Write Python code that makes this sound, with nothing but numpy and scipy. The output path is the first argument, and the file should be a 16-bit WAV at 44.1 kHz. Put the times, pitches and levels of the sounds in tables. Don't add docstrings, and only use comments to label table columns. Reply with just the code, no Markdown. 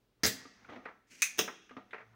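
import sys
import numpy as np
from scipy import signal
from scipy.fft import rfft, irfft, next_fast_len
from scipy.io import wavfile
from scipy.ndimage import map_coordinates

SR = 44100
rng = np.random.default_rng(int(sys.argv[2]) if len(sys.argv) > 2 else 0)


def inscribe(sig):
    pcm = np.round(np.clip(np.atleast_2d(sig).T, -1, 1) * 32767)
    wavfile.write(sys.argv[1], SR, pcm.astype(np.int16))


N = 94815
T = np.arange(SR) / SR
SCENE_T = np.arange(N) / SR

# pitch_hz, gain_db, ring_s
BARREL_NOTES = [(1750, 4.5, 0.16), (1902, -1, .16), (2480, 0.5, 0.08), (2730, -1, 0.31), (2670, 1, .2),
                (3170, -1.5, 0.46), (3310, 4.5, 0.25), (4270, -4, .3), (4832, 1.5, 0.071),
                (6380, -6.5, 0.18), (14580, -3, .12), (14783, -0.5, 0.13)]


def amp(db):
    return 10 ** (np.asarray(db) / 20)


def unit_energy(x):
    return x / np.sqrt(np.sum(x ** 2) + 1e-20)


def along(points, hz):
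    pitches, values = np.transpose(points)
    return np.interp(np.log(hz + 1), np.log(pitches + 1), values)


def fade(ring_s, t=T):
    return np.exp(-np.log(1000) * t / np.maximum(ring_s, 1e-4))


def add(track, start_s, sound):
    part = track[round(start_s * SR):][:len(sound)]
    part += sound[:len(part)]


def colour(tone, size=8192):
    gains = amp(along(tone, np.fft.rfftfreq(size, 1 / SR)))
    cepstrum = irfft(np.log(gains + 1e-6))
    cepstrum[1:size // 2] *= 2
    cepstrum[size // 2 + 1:] = 0
    response = irfft(np.exp(rfft(cepstrum)))
    return unit_energy(response[:size // 2])


def noise(tone):
    response = colour(tone)
    white = rng.standard_normal(N + len(response) - 1)
    return signal.fftconvolve(white, response, "valid")


def ring(notes):
    return sum(amp(db) * 2 * np.log(1000) / (ring_s * SR) * fade(ring_s) * np.cos(2 * np.pi * hz * T)
               for hz, db, ring_s in notes)


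def room_tail(ring_times, build_s=0.0013):
    hz, t, spectrum = signal.stft(rng.standard_normal(SR), SR, nperseg=256)
    spectrum = spectrum * fade(along(ring_times, hz)[:, None], t)
    tail = signal.istft(spectrum, SR, nperseg=256)[1][:SR]
    return unit_energy(tail * (1 - np.exp(-T / build_s)))


def spring(count=130, low_hz=1205, high_hz=7325, ring_s=0.89):
    # pitch_hz, level_db
    coil_tone = [(1200, -4.5), (2200, 5), (3600, -1), (4500, -8), (6000, -4), (7200, -14)]
    place, phase = rng.random((2, count))
    hz = np.interp(place, (0, 1), (low_hz, high_hz))
    spectrum = np.zeros(SR // 2 + 1, complex)
    spectrum[hz.astype(int)] = amp(along(coil_tone, hz)) * np.exp(2j * np.pi * phase)
    return unit_energy(irfft(spectrum, SR) * fade(ring_s))


def crack(length_s, rise_s=0):
    swell = 1 - fade(rise_s)
    spectrum = rfft(rng.standard_normal(SR) * fade(length_s) * swell)
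    even_burst = irfft(spectrum / (np.abs(spectrum) + 1e-12), SR)
    return unit_energy(even_burst * fade(4 * length_s) * swell)


def contacts(hits, tone, body, room_db, spring_db=-120, rise_s=0):
    # pitch_hz, gain_db, ring_s
    room_notes = [(120, -1.5, 0.44), (197.2, 8, 0.37), (258, -1, 0.14), (328, -3.5, 0.84),
                  (440.5, 0, 0.086), (633, 2.5, 0.21), (728, 6, 0.43)]
    # pitch_hz, ring_s
    echo_times = [(100, 0.22), (500, .28), (1500, 0.18), (4000, 0.26), (8000, .23), (15000, .2)]
    # pitch_hz, ring_s
    late_times = [(100, .6), (250, 1), (600, 0.49), (2000, .75), (5000, 0.72), (8000, 0.54), (15000, .27)]
    track = np.zeros(N)
    coil = amp(spring_db) * spring()
    for start_s, level_db, length_s in hits:
        burst = crack(length_s, rise_s)
        twang = signal.fftconvolve(burst, coil)[:SR]
        scatter = amp(-1.5) * crack(length_s=0.11)
        echo = scatter + room_tail(echo_times) + amp(-14) * room_tail(late_times)
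        add(track, start_s, amp(level_db) * (burst + twang + amp(room_db) * echo))
    ringing = signal.fftconvolve(track, ring(room_notes) + body)[:N]
    return signal.fftconvolve(track + ringing, colour(tone))[:N]


def pitched(hits, tone, body, room_db, rise_s=0):
    return sum(contacts([hit], np.multiply(tone, (ratio, 1)), body, room_db, rise_s=rise_s)
               for *hit, ratio in hits)


def rub(levels, tone, grain_db, grain_hz=90):
    grain = map_coordinates(rng.standard_normal(N // 50), [SCENE_T * grain_hz])
    level_db = np.interp(SCENE_T, *np.transpose(levels), left=-120, right=-120)
    return amp(level_db + grain_db * grain) * noise(tone)


def room_noise(level_db=-75):
    # pitch_hz, level_db
    room_tone = [(15, -34.5), (28, -22), (45, -2.5), (65, -3), (82, -19.5), (117, 1.5), (145, -11.5),
                 (240, -9), (430, -8.5), (600, -17), (1600, -23.5), (4000, -26), (8000, -35),
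                 (13500, -37.5), (15200, -31), (16000, -29)]
    return amp(level_db) * noise(room_tone)


def hum(pitch_hz=113.6, level_db=-66, start_s=1.98, rise_s=0.095):
    swell = np.clip((SCENE_T - start_s) / rise_s, 0, 1)
    return amp(level_db) * swell * np.sqrt(2) * np.sin(2 * np.pi * pitch_hz * SCENE_T)


def steps():
    # pitch_hz, gain_db, ring_s
    hollow_notes = [(1332, 3.5, 0.43), (1220, 3, 0.12), (1630, -7.5, 0.17), (1880, 5.5, .15)]
    # start_s, level_db, length_s, pitch_ratio
    slap_hits = [(.854, -20, 0.019, 0.93), (.8575, -20.5, .02, 0.83), (.885, -25, 0.053, 0.84),
                 (1.4785, -15, 0.034, 0.82), (1.931, -19, 0.024, 0.93), (1.943, -21.5, 0.012, 0.98),
                 (1.98, -27.5, 0.082, 0.98), (2.003, -28, 0.13, 0.9), (2.132, -42, 0.081, 0.78)]
    # pitch_hz, level_db
    slap_tone = [(60, -46), (200, -13.5), (400, -4.5), (750, -4), (1250, 0), (2000, 1.5), (2700, -5.5),
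                 (3300, -18.5), (4200, -24), (6000, -35), (10000, -54.5), (16000, -74.5)]
    # start_s, level_db, length_s
    thud_hits = [(.453, -32, 0.021), (.689, -28, 0.052), (.759, -25, 0.032), (1.709, -30.5, 0.052),
                 (1.766, -22.5, 0.037)]
    # pitch_hz, level_db
    thud_tone = [(35, -46), (70, -21.5), (120, -5.5), (170, -18.5), (255, 3.5), (330, -6.5), (600, -9),
                 (1050, -8.5), (1280, -1.5), (1500, -12.5), (2200, -14.5), (3500, -25), (6000, -38),
                 (10000, -64), (16000, -72)]
    # time_s, level_db
    scuff_levels = [(.68, -60), (.693, -55.5), (.735, -47), (.765, -54.5), (.8, -64), (.85, -59)]
    # pitch_hz, level_db
    scuff_tone = [(40, -35), (120, -4), (170, -18), (260, 5), (330, -2), (650, -1.5), (1000, -8),
                  (1260, -12.5), (2000, -10.5), (3500, -22.5), (5000, -33.5), (6300, -31.5), (8000, -54),
                  (16000, -55.5)]
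    hollow = ring(hollow_notes)
    slaps = pitched(slap_hits, slap_tone, hollow, room_db=-0.5, rise_s=0.021)
    thuds = contacts(thud_hits, thud_tone, hollow, room_db=2, rise_s=0.012)
    return slaps + thuds + rub(scuff_levels, scuff_tone, grain_db=0.5)


def handling():
    # start_s, level_db, length_s, pitch_ratio
    tick_hits = [(.646, -36.5, .05, 0.7), (.695, -37, 0.06, 1), (1.693, -35.5, 0.014, 0.83),
                 (1.908, -38.5, .07, 1.03)]
    # pitch_hz, level_db
    tick_tone = [(200, -3), (900, -7.5), (2000, 12.5), (2500, 0.5), (3400, 6), (4400, -12), (9000, -24.5),
                 (16000, -36.5)]
    # time_s, level_db
    rustle_levels = [(.19, -81.5), (.26, -65.5), (.40, -58), (.52, -75), (.61, -65.5), (.8, -68),
                     (.98, -76), (1.05, -92), (1.12, -80), (1.34, -68), (1.62, -84.5), (1.87, -73.5),
                     (2.14, -72)]
    # pitch_hz, level_db
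    rustle_tone = [(40, -17.5), (120, -10), (230, 0), (320, -13.5), (700, -10), (1900, -10), (3000, -21.5),
                   (4700, -27), (6200, -21), (7500, -44), (12000, -50.5)]
    ticks = pitched(tick_hits, tick_tone, body=0, room_db=5)
    return ticks + rub(rustle_levels, rustle_tone, grain_db=0)


def fire_pump():
    # start_s, level_db, length_s
    release_hits = [(.2342, -3, 0.031), (.2385, -11, 0.0078), (.2408, -7.5, 0.0081), (.2455, -5.5, 0.044),
                    (.249, -6, 0.023), (.2543, -2.5, 0.012)]
    # pitch_hz, level_db
    release_tone = [(30, -29), (60, -9.5), (105, 4), (160, -9), (260, 3), (450, -6.5), (700, -10.5),
                    (1100, -12.5), (1500, -6), (1900, 0.5), (2500, -10.5), (3600, -11), (4900, -1.5),
                    (6600, -4), (7400, -19.5), (13500, -20.5), (15200, -16.5), (16000, -21)]
    # start_s, level_db, length_s
    stop_hits = [(.2622, -9, 0.0036), (.2634, -6.5, 0.016), (.268, -9, 0.022), (.279, -13.5, .02)]
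    # pitch_hz, level_db
    stop_tone = [(30, -46.5), (70, -21.5), (115, -2.5), (160, -20), (250, 0.5), (310, -15), (450, -10),
                 (850, -22.5), (1400, -12.5), (1850, -3.5), (2600, -16.5), (3800, -8), (4800, -7),
                 (5400, -14.5), (7700, -7.5), (9200, -15), (13700, -13.5), (14900, -12), (16000, -6.5)]
    barrel = ring(BARREL_NOTES)
    release = contacts(release_hits, release_tone, barrel, room_db=-2.5, spring_db=-23.5)
    slam = contacts(stop_hits, stop_tone, barrel, room_db=3, spring_db=-23.5)
    return release + slam


def reload_pump():
    # time_s, level_db
    push_levels = [(1.07, -84), (1.11, -63), (1.152, -55.5), (1.18, -60.5), (1.215, -59), (1.231, -85.5)]
    # pitch_hz, level_db
    push_tone = [(100, -25), (244, -2), (900, -27), (1500, -11), (2470, -3.5), (3620, -16.5), (6290, -8),
                 (9000, -20), (13500, -31), (15200, -25.5), (16000, -27)]
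    # start_s, level_db, length_s
    latch_hits = [(1.2201, -6.5, .003), (1.2217, -2, 0.0023), (1.2254, -6, .008)]
    # pitch_hz, level_db
    latch_tone = [(80, -50), (240, -29), (600, -34.5), (1020, -19.5), (1630, -8), (2150, -4.5), (2550, 2.5),
                  (2950, -16), (3700, -12.5), (4900, -15.5), (5600, -10.5), (6200, -0.5), (6700, -4),
                  (7300, -13), (8500, -12.5), (11300, -17), (13700, -26), (15100, -15), (16000, -21.5)]
    # start_s, level_db, length_s
    return_hits = [(1.376, -28, .03), (1.384, -13, .025), (1.3898, -4.5, 0.016), (1.3912, -2, 0.012),
                   (1.3968, -9.5, 0.0036)]
    # pitch_hz, level_db
    return_tone = [(35, -55.5), (70, -27), (125, -10.5), (200, -3.5), (280, -6), (410, 2), (550, -7.5),
                   (900, -11.5), (1500, -5), (2100, -8.5), (2700, -3.5), (3800, -5), (4450, -21.5),
                   (5300, -3.5), (6600, -4.5), (7600, -21), (8800, -13), (9700, -25.5), (11300, -19),
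                   (13800, -22.5), (15400, -7), (16000, -12)]
    barrel = ring(BARREL_NOTES)
    latch = contacts(latch_hits, latch_tone, barrel, room_db=-0.5, spring_db=-25)
    snap_back = contacts(return_hits, return_tone, barrel, room_db=-1.5, spring_db=-24.5)
    return rub(push_levels, push_tone, grain_db=2) + latch + snap_back


def scene():
    return (fire_pump() + reload_pump() + steps() + handling() + hum() + room_noise())[None]


def record(dry, top_hz=15850, edge_hz=70):
    size = next_fast_len(N + SR // 2)
    hz = np.fft.rfftfreq(size, 1 / SR)
    gain = (1 - np.tanh((hz - top_hz) / (2 * edge_hz))) / 2
    return irfft(rfft(dry, size) * gain, size)[..., :N]


dry = scene()
out = record(dry)
inscribe(out)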